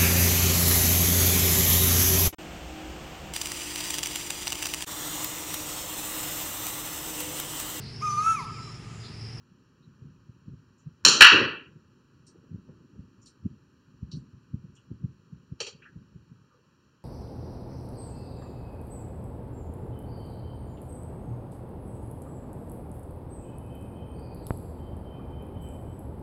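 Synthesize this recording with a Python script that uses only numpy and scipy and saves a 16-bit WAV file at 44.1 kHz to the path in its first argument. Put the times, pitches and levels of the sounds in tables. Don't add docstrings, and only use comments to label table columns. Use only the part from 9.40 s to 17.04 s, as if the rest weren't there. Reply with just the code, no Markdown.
import sys
import numpy as np
from scipy import signal
from scipy.fft import rfft, irfft, next_fast_len
from scipy.io import wavfile
from scipy.ndimage import uniform_filter1d, map_coordinates

SR = 44100
rng = np.random.default_rng(int(sys.argv[2]) if len(sys.argv) > 2 else 0)


def unload_wav(signal):
    wavfile.write(
        sys.argv[1],
        SR,
        np.round(np.clip(np.atleast_2d(signal).T, -1, 1) * 32767).astype(np.int16),
    )


N = 336924

# (time [s], relative level [dB])
RACK_HITS = [(1.8073, 1), (1.8165, -2), (1.820, 0.5), (1.825, .5), (1.834, -6), (1.844, -4.5),
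             (1.851, -6.5), (1.868, -5.5)]
CUE_HITS = [(1.6493, -4)]
CUSHION_HITS = [(1.917, -21), (1.945, -22.5), (1.972, -27), (2.0, -24), (2.04, -30.5), (2.122, -38.5),
                (2.938, -44), (3.025, -45.5), (3.275, -40.5), (3.538, -49)]
CLACK_HITS = [(6.2024, -27), (6.2652, -33.5)]
# (time [s], relative level [dB], centre [Hz], width [octaves])
TICKS = [(.42, -60, 3830, 0.11), (1.378, -57, 6193, .22), (2.866, -48, 5410, .4),
         (3.815, -54.5, 6000, 0.25), (3.858, -46, 4816, .5), (4.714, -43, 4400, 0.41),
         (4.76, -55.5, 5070, .45), (5.35, -54, 6100, 0.26), (5.36, -52.5, 3099, .18),
         (6.42, -43, 1950, .42), (6.448, -44, 1650, .28), (7.10, -54, 1240, .17), (7.139, -45, 476, 0.26)]
# (time [s], relative level [dB], half length [s])
BUMPS = [(0.408, -39, 0.0061), (.476, -37.5, 0.0042), (.62, -35, 0.0028), (.666, -35.5, .008),
         (.894, -32.5, 0.0026), (1.081, -26, 0.0018), (1.472, -31.5, 0.0096), (2.361, -34.5, .0064),
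         (2.801, -39, .004), (3.114, -32, 0.0041), (3.145, -30.5, 0.0029), (3.301, -34.5, 0.0057),
         (3.592, -26.5, 0.0019), (4.06, -17.5, 0.0015), (4.629, -25, .0024), (4.747, -29.5, 0.0073),
         (4.778, -31.5, 0.0043), (4.829, -36.5, 0.0032), (4.937, -33.5, .002), (5.142, -24, 0.0021),
         (5.245, -38.5, 0.0037), (5.515, -23, 0.0012), (5.646, -27.5, 0.0029), (5.931, -29, 0.0037),
         (6.123, -30, 0.0027), (6.563, -25.5, .0022), (6.758, -33.5, 0.0046), (6.921, -36.5, 0.0039)]
# (frequency [Hz], relative level [dB])
RACK_COLOUR = [(40, -44), (200, -29), (450, -21), (800, -12), (1300, -6.5), (2000, 1.5), (2900, -3.5),
               (4200, -11), (6000, -19), (7200, -27.5), (8500, -42), (16000, -61.5)]
CUE_COLOUR = [(40, -36.5), (150, -16), (450, -11), (800, -9.5), (1400, -11), (2000, -12), (2900, -6.5),
              (4200, -4.5), (5000, -6.5), (6800, -2), (8200, -18.5), (11000, -32), (16000, -48.5)]
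CUSHION_COLOUR = [(30, -50.5), (55, -27), (90, -11), (200, -8), (380, 1.5), (550, -3), (900, -13),
                  (2500, -44), (8000, -79.5)]
CLACK_COLOUR = [(60, -33), (250, -30.5), (400, 13.5), (520, 8.5), (900, -5), (1500, -12.5), (2200, -1.5),
                (3100, -4.5), (4400, -4.5), (5800, -5.5), (7200, -8.5), (8700, -25), (12000, -44),
                (16000, -48)]
SLATE_COLOUR = [(100, -26.5), (190, -14), (265, 0), (320, -6), (380, -10), (460, -21), (800, -44.5),
                (2000, -80.5)]
SHUDDER_COLOUR = [(25, -23), (60, -5.5), (125, 2.5), (220, -2), (310, -13.5), (450, -27.5), (700, -57),
                  (2000, -92.5)]
RUMBLE_COLOUR = [(20, -42.5), (45, -18), (70, -9), (120, -1.5), (190, -5.5), (260, -13.5), (400, -22),
                 (700, -50), (2000, -91)]
DRONE_COLOUR = [(100, -24.5), (190, -9.5), (255, 1.5), (310, -11), (360, -1), (440, -11), (550, -19.5),
                (800, -40.5), (2000, -80.5)]
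HISS_COLOUR = [(100, -3), (600, 5.5), (1300, -1), (2000, -6), (2800, -8.5), (4200, -12), (5700, -11),
               (7200, -16.5), (8500, -30.5), (15000, -32)]
# (frequency [Hz], width [Hz], lift [dB])
RACK_RING = [(1410, 80, 3.5), (1720, 40, 1.3), (2656, 50, 6.5), (2690, 40, 4), (2875, 90, 7), (4250, 60, 3),
             (4500, 45, 5)]
CUE_RING = [(1330, 91, 3.5), (1556, 60, 5), (3077, 120, 5), (4120, 81, 9), (4230, 55, 6.5), (5545, 70, 1),
            (6130, 100, 7)]
CLACK_RING = [(463, 100, 3), (1252, 60, 8), (1439, 60, 7), (2100, 60, 5), (3190, 110, 8), (4540, 105, 8.07),
              (5990, 70, 3), (6670, 110, 3)]
# (delay [s], relative level [dB])
ECHOES = [(0.0107, -3.5), (.020, -7.5), (.0335, -8.5), (.043, -11.5)]
# (frequency [Hz], time to fall 60 dB [s])
ROOM_T60 = [(100, 0.99), (400, 0.72), (1400, 0.56), (2800, 0.51), (5500, 0.44), (8000, 0.34), (14000, 0.27)]

CUE_S, BREAK_S, STILL_S = CUE_HITS[0][0], RACK_HITS[0][0], 6.95
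TIME = np.arange(N) / SR


def amp(db):
    return 10 ** (np.asarray(db) / 20)


def unit_rms(x):
    return x / np.sqrt(np.mean(x ** 2) + 1e-20)


def along(points, hz):
    freqs, values = np.transpose(points)
    return np.interp(np.log(hz + 1), np.log(freqs + 1), values)


def add(track, time_s, sound):
    start = max(round(time_s * SR), 0)
    track[start:start + len(sound)] += sound[:max(N - start, 0)]


def wobble(rate):
    knots = rng.standard_normal(int(N * rate / SR) + 4)
    return map_coordinates(knots, [TIME * rate])


def coloured(x, gain_of_hz):
    size = 2 * next_fast_len(len(x) // 2 + 2048)
    gain = np.maximum(unit_rms(gain_of_hz(np.fft.rfftfreq(size, 1 / SR))), 1e-6)
    cepstrum = irfft(np.log(gain))
    cepstrum[1:size // 2] *= 2
    cepstrum[size // 2 + 1:] = 0
    return irfft(rfft(x, size) * np.exp(rfft(cepstrum)))[:len(x)]


def noise(colour):
    return unit_rms(coloured(rng.standard_normal(N), lambda hz: amp(along(colour, hz))))


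def impact(t60_s, echo_db, room_db, rise_s):
    t = np.arange(SR * 3 // 4) / SR

    def crack(age):
        attack = 1 - np.exp(-np.maximum(age, 0) / rise_s)
        return attack * amp(-60 * np.maximum(age - rise_s, 0) / t60_s)

    echo_power = sum((amp(db + echo_db) * crack(t - delay)) ** 2 for delay, db in ECHOES)
    envelope = np.sqrt(crack(t) ** 2 + echo_power)
    hz, frame_s, bands = signal.stft(rng.standard_normal(len(t)), SR, nperseg=256)
    decay = amp(-60 * frame_s / along(ROOM_T60, hz)[:, None])
    tail = signal.istft(bands * decay, SR, nperseg=256)[1][:len(t)]
    build_up = 1 - np.exp(-t / (0.022 + rise_s))
    return envelope * rng.standard_normal(len(t)) + amp(room_db) * build_up * tail


def impacts(hits, colour, ring, **envelope):
    track = np.zeros(N)
    for time_s, db in hits:
        add(track, time_s, amp(db) * impact(**envelope))
    lift = lambda hz: sum(db / (1 + (2 * (hz - centre) / width) ** 2) for centre, width, db in ring)
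    return coloured(track, lambda hz: amp(along(colour, hz) + lift(hz)))


def rack():
    return amp(5.5) * impacts(RACK_HITS, RACK_COLOUR, RACK_RING,
                              t60_s=0.026, echo_db=-8.5, room_db=-14, rise_s=0.0007)


def cue():
    return amp(5) * impacts(CUE_HITS, CUE_COLOUR, CUE_RING,
                            t60_s=0.01976, echo_db=0, room_db=-9.5, rise_s=0.0021)


def cushions():
    return impacts(CUSHION_HITS, CUSHION_COLOUR, ring=[],
                   t60_s=0.081, echo_db=7, room_db=-6, rise_s=0.0025)


def clacks():
    return amp(4) * impacts(CLACK_HITS, CLACK_COLOUR, CLACK_RING,
                            t60_s=0.11, echo_db=-6.5, room_db=-12.5, rise_s=0.000722)


def skid():
    fade_in = np.clip((TIME - CUE_S) / 0.027, 0, 1)
    fade_out = amp(-60 * np.maximum(TIME - BREAK_S, 0) / 0.35)
    return amp(-30) * fade_in * fade_out * noise(CUSHION_COLOUR)


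def ticks(faint_db=-66):
    track = np.zeros(N)
    for time_s, db, centre_hz, octaves in TICKS:
        firmer_db = db - faint_db
        rise_s = 0.0049 * 0.5 ** (firmer_db / 7.5)
        t60_s = 0.138 * 0.5 ** (firmer_db / 46)
        click = impact(t60_s, echo_db=-0.5, room_db=-10.5, rise_s=rise_s)
        band = lambda hz: np.exp(-0.5 * (np.log2((hz + 1) / centre_hz) / octaves) ** 2)
        add(track, time_s, amp(db) * coloured(click, band))
    return track


def rolling(peak_s=3.3, rise_db_per_s=12, fall_db_per_s=8):
    past_peak = TIME - peak_s
    level_db = -48 + np.minimum(rise_db_per_s * past_peak, -fall_db_per_s * past_peak)
    return (TIME > BREAK_S) * amp(level_db + 1.2 * wobble(29)) * noise(SLATE_COLOUR)


def handling(body_hz=145, firm_db=-28.5, nudges_per_s=2):
    pushes, shudder_level = np.zeros(N), np.zeros(N)
    lead_s = 0.12
    t = np.arange(SR // 3) / SR - lead_s
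    shudder = noise(SHUDDER_COLOUR)
    swing = np.sin(2 * np.pi * body_hz * t)
    swell = np.exp(np.minimum(t / 0.028, -t / 0.073))
    nudges = [((slot + offset) / nudges_per_s, -40.5 + 2 * force, 0.004)
              for slot, (offset, force) in enumerate(rng.random(size=(40, 2)))]
    for time_s, db, half_s in BUMPS + [row for row in nudges if row[0] < STILL_S]:
        add(pushes, time_s - lead_s, amp(db) * swing * np.exp(-0.5 * (t / half_s) ** 2))
        add(shudder_level, time_s - lead_s, amp(-40 + 0.75 * (db - firm_db)) * swell)
    body_band = signal.butter(3, (50.02, 520), "bandpass", fs=SR, output="sos")
    return signal.sosfilt(body_band, amp(3) * pushes + shudder_level * shudder)


def background():
    settle_db = -2 * np.clip((TIME - STILL_S) / 0.2, 0, 1)
    rumble = amp(-51 + 2.5 * wobble(24)) * noise(RUMBLE_COLOUR)
    drone = amp(-55.5 + 2 * wobble(24)) * noise(DRONE_COLOUR)
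    hiss = amp(-53.5) * noise(HISS_COLOUR)
    return amp(settle_db) * (rumble + drone) + hiss


def scene():
    table = cue() + skid() + rack() + cushions() + clacks() + ticks() + rolling()
    return (table + background() + handling())[None]


def suppress(x, depth_db, shut_db, span_db):
    bands = signal.stft(x, nperseg=512)[2]
    power = uniform_filter1d(np.abs(bands) ** 2, size=9, axis=-2)
    power = np.abs(uniform_filter1d(power, size=4, axis=-1)) + 1e-20
    excess_db = 10 * np.log10(power / np.median(power, axis=-1, keepdims=True))
    opening = np.clip((excess_db - shut_db) / span_db, 0, 1)
    return signal.istft(bands * amp(depth_db * (1 - opening)), nperseg=512)[1][..., :N]


def record(dry):
    port_lag_samples, input_db = 31, 1.56
    far_port = amp(-0.03) * np.pad(dry, ((0, 0), (port_lag_samples, 0)))[:, :N]
    hollow = amp(input_db) * (dry + far_port) / 2
    gated = suppress(hollow, depth_db=-13.5, shut_db=2.5, span_db=15)
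    clipped = np.clip(gated, -0.97, 0.97)
    low_cut = signal.butter(2, 38, "highpass", fs=SR, output="sos")
    high_cut = signal.firwin(401, 15900, fs=SR)
    return signal.fftconvolve(signal.sosfilt(low_cut, clipped), high_cut[None], mode="same", axes=1)


dry = scene()
out = record(dry)
unload_wav(out)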